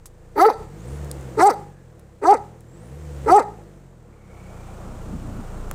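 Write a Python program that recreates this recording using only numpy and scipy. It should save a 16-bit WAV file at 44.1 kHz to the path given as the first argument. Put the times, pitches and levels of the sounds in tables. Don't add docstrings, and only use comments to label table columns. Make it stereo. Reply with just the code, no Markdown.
import sys
import numpy as np
from scipy import signal
from scipy.fft import rfft, irfft
from scipy.io import wavfile
from scipy.ndimage import uniform_filter1d

SR = 44100
rng = np.random.default_rng(int(sys.argv[2]) if len(sys.argv) > 2 else 0)


def ratio_of_db(decibels):
    return 10 ** (np.asarray(decibels, float) / 20)


def dump(signal):
    limited = np.clip(np.atleast_2d(signal).T, -1, 1)
    pcm = np.round(limited * 32767).astype(np.int16)
    wavfile.write(sys.argv[1], SR, pcm)


N = 253134

# t/s, level/dB
WIND_RUMBLE = [(0, -65), (4.2, -59.5), (4.8, -63), (5.74, -58)]
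# centre t/s, length/s, level/dB
WIND_GUSTS = [(4.932, 0.11, -44.5), (5.15, 0.12, -33.5), (5.3, .1, -34), (5.391, 0.081, -34),
              (5.64, 0.05, -49)]
# f/Hz, likeness/0-1
LEFT_RIGHT_LIKENESS = [(60, 0.6), (300, 0.86), (1000, 0), (4000, 0), (15000, 0)]
# t/s, burst peak/dB, burst f/Hz, burst t60/s, left over right/dB, knock peak/dB
SMALL_TICKS = [(0.0573, -31, 8000, 0.064, -9, -33.5), (1.046, -36.5, 7480, 0.015, 12, -51),
               (1.1143, -16.5, 8180, 0.0046, 19, -54), (1.2107, -38, 7700, .012, 9, -60),
               (1.995, -45, 8990, 0.023, 29, -41), (2.607, -42, 8200, 0.0087, 0, -65),
               (3.1471, -51, 9170, 0.011, 10, -48), (5.7128, -16, 9937, 0.0046, 23, -16.5)]
# t/s, level at onset/dB, f/Hz, t60/s
HOLLOW_BLIP = (4.685, -34, 775, .06)
# t/s, firing rate/Hz, level/dB
ENGINE_RUN = [(0.0, 25.4, -54.5), (0.46, 33, -50), (0.59, 32.51, -40), (0.67, 37.4, -47), (0.72, 47.7, -46),
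              (0.8, 54.4, -43.5), (0.94, 71.2, -39.5), (1.0, 75, -40.5), (1.25, 65.4, -41), (1.58, 52, -44),
              (1.76, 45.4, -52.5), (2.25, 27.8, -53), (2.33, 29, -48), (2.39, 33, -47), (2.46, 45, -47),
              (2.51, 40.4, -50.5), (2.68, 38.6, -51.5), (2.84, 57.5, -47), (2.99, 77.6, -44.5),
              (3.29, 66.1, -39.5), (3.52, 55.5, -47.5), (3.95, 42.6, -54), (4.22, 33.6, -53.5),
              (4.36, 31.64, -47.5), (4.57, 28.8, -44), (5.05, 28.8, -42), (5.74, 29, -41.5)]
STEPPING_UP_S = [3.71, 4.58]
# f/Hz, level/dB
PIPE_GAIN = [(27, 0), (45, 3), (58, -1.5), (72, 1), (90, -3.5), (115, 1.5), (145, 3.5), (175, -1.5),
             (220, -14.5)]
# t/s, level/dB
FIRST_ORDER_SWELL = [(0, 4.5), (.6, -0.5), (.75, -2), (1.0, 7.5), (1.3, 0), (1.8, -3.5), (2.3, -9),
                     (2.7, -7), (2.93, 4), (3.15, 6), (3.6, 0.5), (4.2, -2), (4.4, -5), (4.6, 0.5),
                     (5.74, 8)]
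# multiple of firing rate, level/dB
UPPER_ORDERS = [(4, -2.5), (5, -8), (6, -5.5), (7, -22), (8, -16.5)]
# f/Hz, relative level per Hz/dB
EXHAUST_AFAR = [(88, -20.5), (150, -17), (177, -6.5), (274, -26.5), (335, -6), (389, -16), (487, -6),
                (552, -14.5), (1470, -26.5), (1820, -27.5), (3000, -44.5), (3900, -69.5), (6600, -120)]
# f/Hz, relative level per Hz/dB
BLOCK_CLOSE = [(90, -48), (150, -19.5), (183, 6.5), (267, -10), (330, -2), (775, -4.5), (1010, -8.5),
               (1380, -8.5), (1600, -17), (3000, -29), (3900, -49), (6600, -90)]
# f/Hz, relative level per Hz/dB
HISS_SHAPE = [(1530, 1), (2600, -2.5), (3000, -4), (5040, -7.5), (7420, -3), (8380, -4.5), (11200, -16),
              (15200, -12.5), (16000, -36)]
# t/s, f/Hz, level before wavering/dB
WHISTLE_GLIDES = [
    [(.78, 6080, -65), (.85, 7700, -58), (.98, 10770, -63)],
    [(2.68, 7320, -70), (2.8, 8100, -64.5), (2.92, 10500, -69), (3.0, 13010, -74)],
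    [(1.55, 1680, -81), (1.8, 1700, -69), (2.12, 1680, -95.5)],
    [(4.12, 2180, -62), (4.15, 2270, -69), (4.22, 2190, -70), (4.35, 2228, -62.5), (4.5, 2287, -63.5),
     (4.75, 2414, -68)],
]
# start t/s, top pitch t/s, folds let go t/s, top pitch f/Hz, bend of the climb,
# level/dB, higher harmonics level/dB, breath level/dB
DOG_BARKS = [(0.356, 0.465, .486, 449.2, 1.11, 5, 5, 3), (1.367, 1.465, 1.49, 418.3, 0.91, 4, 3, 0),
             (2.214, 2.315, 2.329, 424.5, 1.1, 0, 1, -6.5),
             (3.259, 3.361, 3.383, 429.2, 1.05, 5, 0.5, -5.5)]
# share of the time until the folds let go, voice/dB, rasp/dB, breath/dB
BARK_COURSE = [(0, -38.5, -42.5, -64), (.08, -25, -40, -54.5), (.24, -14.5, -22, -40.5),
               (.36, -12, -35, -37.5), (.52, -7, -44, -31), (.68, -7, -38, -35.5),
               (0.852, -5, -30.5, -23.5), (0.999, -3.5, -13, -39.5), (1.035, -5.5, -15, -34.5),
               (1.12, -6.5, -22, -24), (1.24, -11, -22, -47.5), (1.36, -20.5, -36, -42),
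               (1.502, -37, -46, -51)]
# share of the time until the folds let go, level/dB
UPPER_COURSE = [(0, -26), (.24, -12), (0.361, -0.5), (.52, -10.5), (.7, -7.5), (0.998, -16), (1.05, -15),
                (1.12, -3.5), (1.25, -15), (1.5, 0)]
# t/s, rasp level/dB
VOICE_CRACKS = [(.457, -4), (1.409, -15), (2.242, -53), (3.305, -23)]
# pitch f/Hz, level/dB
FUNDAMENTAL_GAIN = [(150, -22), (210, -32), (300, -15.5), (365, -13), (395, -10.5), (425, -5.5), (452, 7.5)]
# pitch f/Hz, level/dB
SECOND_GAIN = [(170, -20.5), (250, -6.5), (300, -21.5), (330, -19.5), (350, -10), (370, -1.5), (392, 0),
               (412, 1), (430, -2), (450, -16)]
# f/Hz, width/Hz, clean harmonics level/dB, ragged ring level/dB
THROAT_RESONANCES = [(415, 130, 13, -1), (885, 90, 0.5, -4.5), (1188, 180, -11, -20.5),
                     (1295, 72, -1.5, -8.5), (1560, 1000, -16.5, -13.5), (2074, 250, -10, -14.5),
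                     (2390, 220, -35, -25)]
# f/Hz, width/Hz, level/dB
TEETH_RESONANCES = [(3310, 480, -15), (4150, 1100, 6), (4570, 250, 6), (5470, 740, 6), (5960, 630, 8),
                    (8000, 1900, 12), (10500, 940, 4), (13830, 2400, 3)]
# t/s, length/s, f/Hz, level/dB
TUBE_HOOTS = [(0.358, 0.05, 416, -24.5), (1.372, 0.03, 423, -18.5), (2.217, 0.055, 408.6, -27),
              (3.259, 0.04, 431, -20)]
# t/s, left over right/dB, left lag/samples
YARD_BEARING = [(0, -2.5, 3.7), (.5, -1.5, 2.74), (1.0, -2.5, 0.72), (1.45, -2, 0.61), (1.9, -4.5, .5)]


def rms_one(x):
    return x / np.sqrt(np.mean(x ** 2) + 1e-20)


def in_time(rows):
    s, *columns = np.transpose(rows)
    return [np.interp(np.arange(N) / SR, s, column) for column in columns]


def at_hz(points, hz):
    points_hz, points_db = np.transpose(points)
    return np.interp(np.log(hz), np.log(points_hz), points_db)


def lowpass(x, order, hz):
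    return signal.sosfilt(signal.butter(order, hz, fs=SR, output="sos"), x)


def drift(rate_hz):
    r = np.exp(-2 * np.pi * rate_hz / SR)
    wander = signal.lfilter([1], [1, -2 * r, r * r], rng.standard_normal(N + SR))
    return rms_one(wander[SR:])


def resonate(x, hz, width_hz):
    r = np.exp(-np.pi * width_hz / SR)
    zeros = np.array([1, 0, -1]) * (1 - r * r) / 2
    poles = [1, -2 * r * np.cos(2 * np.pi * hz / SR), r * r]
    return signal.lfilter(zeros, poles, x)


def coloured(spectrum, floor_db=-90):
    hz = np.maximum(np.arange(N // 2 + 1) * SR / N, 1)
    mid, side = rfft(rng.standard_normal((2, N)))
    alike = np.clip(at_hz(LEFT_RIGHT_LIKENESS, hz), 0, 1)
    both = np.sqrt(1 + alike) * mid + np.sqrt(1 - alike) * side * np.array([[1], [-1]])
    out = irfft(both * ratio_of_db(np.maximum(at_hz(spectrum, hz), floor_db)), N)
    return out / np.sqrt(np.mean(out.mean(0) ** 2))


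def wind():
    lows = coloured([(15, -35), (50, 3.5), (120, 0.5), (260, 3.5), (330, -6), (800, -61.0), (2500, -81)])
    t = np.arange(N) / SR
    gusts = sum(ratio_of_db(db) * np.exp(-(2 * (t - s) / length) ** 2) for s, length, db in WIND_GUSTS)
    rumble = ratio_of_db(in_time(WIND_RUMBLE)[0])
    return (rumble + gusts) * ratio_of_db(2.45 * drift(14.7)) * lows


def ticks():
    out = np.zeros((2, N + SR))
    t = np.arange(int(.06 * SR)) / SR
    snap = 1.0 * (t == 0)
    for s, peak_db, hz, t60, pan_db, knock_db in SMALL_TICKS:
        shake = snap + 0.29 * rng.standard_normal(len(t)) * ratio_of_db(-60 * t / t60)
        burst = resonate(shake, hz, .7 * hz)
        knock = resonate(snap, 1070, 490)
        both = ratio_of_db(peak_db) * burst / np.max(np.abs(burst)) + ratio_of_db(knock_db) * knock / np.max(knock)
        sides = ratio_of_db(np.array([[.5], [-.5]]) * pan_db)
        at = int(s * SR)
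        out[:, at:at + len(t)] += both * sides / sides.mean()
    return out[:, :N]


def blip():
    s, level_db, hz, t60 = HOLLOW_BLIP
    t = np.arange(int(.06 * SR)) / SR
    onset = np.minimum(t / 0.0012, 1)
    out = np.zeros(N)
    at = int(s * SR)
    out[at:at + len(t)] = ratio_of_db(level_db - 60 * t / t60) * np.sin(2 * np.pi * hz * t) * onset
    return out


def whistle(rows, smear=0.0115):
    hz, db = in_time(rows)
    t = np.arange(N) / SR
    sounding = (t >= rows[0][0]) & (t <= rows[-1][0])
    turns = 2 * np.pi * np.cumsum(hz * (1 + smear * drift(66))) / SR
    return np.sqrt(2) * ratio_of_db(db) * (0.64 + drift(130)) * np.sin(turns) * sounding


def engine_orders(firing, loud_db, angle):
    silencer_hz = 209
    levels = [(k, loud_db + at_hz(PIPE_GAIN, k * firing)) for k in range(1, 4)]
    levels[0] = (1, levels[0][1] + in_time(FIRST_ORDER_SWELL)[0])
    for k, db in UPPER_ORDERS:
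        loss_db = 10 * np.log10(1 + (k * firing / silencer_hz) ** 8)
        levels.append((k, loud_db + db - loss_db))
    return sum(np.sqrt(2) * ratio_of_db(db + 1.8 * drift(26)) * np.sin(k * (angle + 0.3944 * k)) for k, db in levels)


def engine_noise(loud_db, angle):
    hiss_db, hiss_follows = -11, 1.05
    near = np.interp(np.arange(N) / SR, STEPPING_UP_S, [0, 1])
    body = np.sqrt(1 - near) * coloured(EXHAUST_AFAR) + np.sqrt(near) * coloured(BLOCK_CLOSE)
    exhaust = ratio_of_db(loud_db + drift(6.3)) * body * (1 + 0.11 * np.cos(angle))
    hiss_level = ratio_of_db(hiss_db - 45 + hiss_follows * (loud_db + 45))
    hiss = hiss_level * coloured(HISS_SHAPE) * (1 + 0.093 * np.cos(angle))
    return exhaust + hiss


def engine():
    firing, loud_db = in_time(ENGINE_RUN)
    angle = 2 * np.pi * np.cumsum(firing * (1 + .012 * drift(10))) / SR
    return engine_orders(firing, loud_db, angle), engine_noise(loud_db, angle)


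def yard(x):
    first_s, t60_s = .05, .33
    level_db, wall_hz = -34, 6000
    t = np.arange(int(.6 * SR)) / SR
    shared, own = rng.standard_normal(len(t)), rng.standard_normal((2, len(t)))
    sparse = (rng.random(len(t)) < .04) * (t > first_s)
    hits = (shared + 0.222 * own) * sparse * ratio_of_db(-60 * t / t60_s)
    hits = lowpass(hits, 1, wall_hz)
    hits = ratio_of_db(level_db) * hits / np.sqrt(np.sum(hits ** 2) / 2)
    hits = hits * np.sqrt(SR / 4 / wall_hz)
    return signal.fftconvolve(x[None], hits, axes=1)[:, :N]


def tube_hoot(s, length, hz, db, second_db=-6, third_db=-12):
    t = np.arange(int(length * SR)) / SR
    wobble = rms_one(uniform_filter1d(rng.standard_normal(len(t)), size=200))
    angle = 2 * np.pi * np.cumsum(hz * (1 + 0.051 * wobble)) / SR
    swell = np.minimum(t / 0.0062, 1) * np.minimum((length - t) / 0.0065, 1)
    overtones = (ratio_of_db(second_db) * np.sin(2 * angle) + ratio_of_db(third_db) * np.sin(3 * angle)) * t / length
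    out = np.zeros(N)
    at = int(s * SR)
    out[at:at + len(t)] = np.sqrt(2) * ratio_of_db(db) * swell * (np.sin(angle) + overtones)
    return out


def fold_pitch(t, start, top_s, free_s, top_hz, bend):
    start_hz, sag_hz_per_s, rest_hz, let_go_s = 253.6, 600, 169.1, .021
    climb = np.clip((t - start) / (top_s - start), 0, 1) ** bend
    held = start_hz + (top_hz - start_hz) * climb
    held = held - sag_hz_per_s * np.clip(t - top_s, 0, free_s - top_s)
    return rest_hz + (held - rest_hz) * np.exp(-np.maximum(t - free_s, 0) / let_go_s)


def clean_voice(pitch, turns, upper_db, a, b):
    orders = np.arange(3, 10)[:, None]
    shape = sum(ratio_of_db(db) / (1 + (2 * (orders * pitch - hz) / width) ** 2)
                for hz, width, db, _ in THROAT_RESONANCES)
    shape = shape * ratio_of_db(-4.5 * (orders - 2))
    shape = shape * ratio_of_db(3.0 * np.array([drift(35)[a:b] for _ in orders]))
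    upper = np.sum(shape * np.sin(2 * np.pi * orders * turns + orders), axis=0)
    first = ratio_of_db(at_hz(FUNDAMENTAL_GAIN, pitch)) * np.sin(2 * np.pi * turns)
    second = ratio_of_db(at_hz(SECOND_GAIN, pitch)) * np.sin(4 * np.pi * turns + 1)
    return first + second + ratio_of_db(upper_db) * upper


def ragged_throat(closures):
    n = len(closures)
    ragged = closures + 0.42 * rng.standard_normal(n)
    rings = [ratio_of_db(db) * rms_one(resonate(resonate(ragged, hz, width), hz, 2 * width))
             for hz, width, _, db in THROAT_RESONANCES]
    rings[0] = rings[0] * ratio_of_db(-70 * np.arange(n) / SR)
    return sum(rings[::2]) - sum(rings[1::2])


def breath_noise(turns, closures, a, b):
    air = rng.standard_normal(b - a) * (1 + .7 * np.cos(2 * np.pi * turns)) + 5.0 * closures
    return rms_one(sum(ratio_of_db(db + 3.0 * drift(20)[a:b]) * rms_one(resonate(resonate(air, hz, width), hz, width))
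                       for hz, width, db in TEETH_RESONANCES))


def bark(start, top_s, free_s, top_hz, bend, level_db, bright_db, air_db):
    share, *curves = np.transpose(BARK_COURSE)
    a, b = int(start * SR), int((start + share[-1] * (free_s - start)) * SR)
    t = np.arange(a, b) / SR
    progress = (t - start) / (free_s - start)
    voice_db, rasp_db, breath_db = [level_db + np.interp(progress, share, c) for c in curves]
    upper_db = bright_db + np.interp(progress, *np.transpose(UPPER_COURSE))
    pitch = fold_pitch(t, start, top_s, free_s, top_hz, bend)
    wobble = rms_one(uniform_filter1d(rng.standard_normal(b - a), size=150))
    turns = np.cumsum(pitch * (1 + .012 * wobble)) / SR
    kept = rng.random(b - a) < 0.76
    closures = np.diff(np.floor(turns), prepend=0) * kept * rng.normal(1, .5, b - a)
    cracks = sum(ratio_of_db(db) * np.exp(-((t - s) / .008) ** 2) for s, db in VOICE_CRACKS)
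    rasp = (ratio_of_db(rasp_db) + cracks) * ragged_throat(closures)
    voice = np.sqrt(2) * ratio_of_db(voice_db) * clean_voice(pitch, turns, upper_db, a, b)
    throat = lowpass(rasp - voice, 6, 2320)
    breath = ratio_of_db(breath_db + air_db) * breath_noise(turns, closures, a, b)
    fade_out = np.minimum(np.arange(b - a)[::-1] / (.008 * SR), 1)
    out = np.zeros(N)
    out[a:b] = fade_out * (throat + breath)
    return out


def place(x, split_hz=2500, treble_pan_db=3.5):
    scatter_s, scatter_db, scatter_from_hz = 0.0056, -6, 900
    pan_db, lag = in_time(YARD_BEARING)
    lows = lowpass(x, 1, split_hz)
    lean = np.array([[.5], [-.5]])
    left, right = lows * ratio_of_db(lean * pan_db) + (x - lows) * ratio_of_db(lean * treble_pan_db)
    left = np.interp(np.arange(N) - lag, np.arange(N), left)
    thin = signal.sosfilt(signal.butter(2, scatter_from_hz, "high", fs=SR, output="sos"), x)
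    paths = rng.standard_normal(1000) * np.exp(-np.arange(1000) / SR / scatter_s)
    paths = paths / np.sqrt(np.sum(paths ** 2))
    scatter = ratio_of_db(scatter_db) * signal.fftconvolve(thin, paths)[:N]
    return np.array([left + scatter, right - scatter])


def limiter(x):
    ceiling_db, release_db_per_s, attack_s = -2.2, 100, 0.0021
    recovery_db = release_db_per_s * np.arange(N) / SR
    over_db = np.maximum(20 * np.log10(np.abs(x).max(0) + 1e-9) - ceiling_db, 0)
    over_db = np.maximum.accumulate(over_db + recovery_db) - recovery_db
    r = np.exp(-1 / (attack_s * SR))
    return x * ratio_of_db(-signal.lfilter([1 - r], [1, -r], over_db))


def scene():
    dog = sum(bark(*row) for row in DOG_BARKS) + sum(tube_hoot(*row) for row in TUBE_HOOTS)
    tones, noise = engine()
    direct = dog + tones + sum(whistle(rows) for rows in WHISTLE_GLIDES)
    return place(direct) + yard(dog) + noise + ticks() + blip() + wind()


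def band_limit(x):
    return signal.sosfilt(signal.butter(12, 16900, fs=SR, output="sos"), x)


def record(dry):
    mono_from_s, peak_top = 1.92, .95
    wide = np.clip((mono_from_s - np.arange(N) / SR) / 0.025, 0, 1)
    mid, side = dry.mean(0), wide * (dry[0] - dry[1]) / 2
    both = limiter(np.array([mid + side, mid - side]))
    both = both / (1 + np.abs(both / peak_top) ** 6) ** (1 / 6)
    both = signal.sosfilt(signal.ellip(10, .5, 40, 15800, fs=SR, output="sos"), both)
    return band_limit(both)


dry = scene()
out = record(dry)
dump(out)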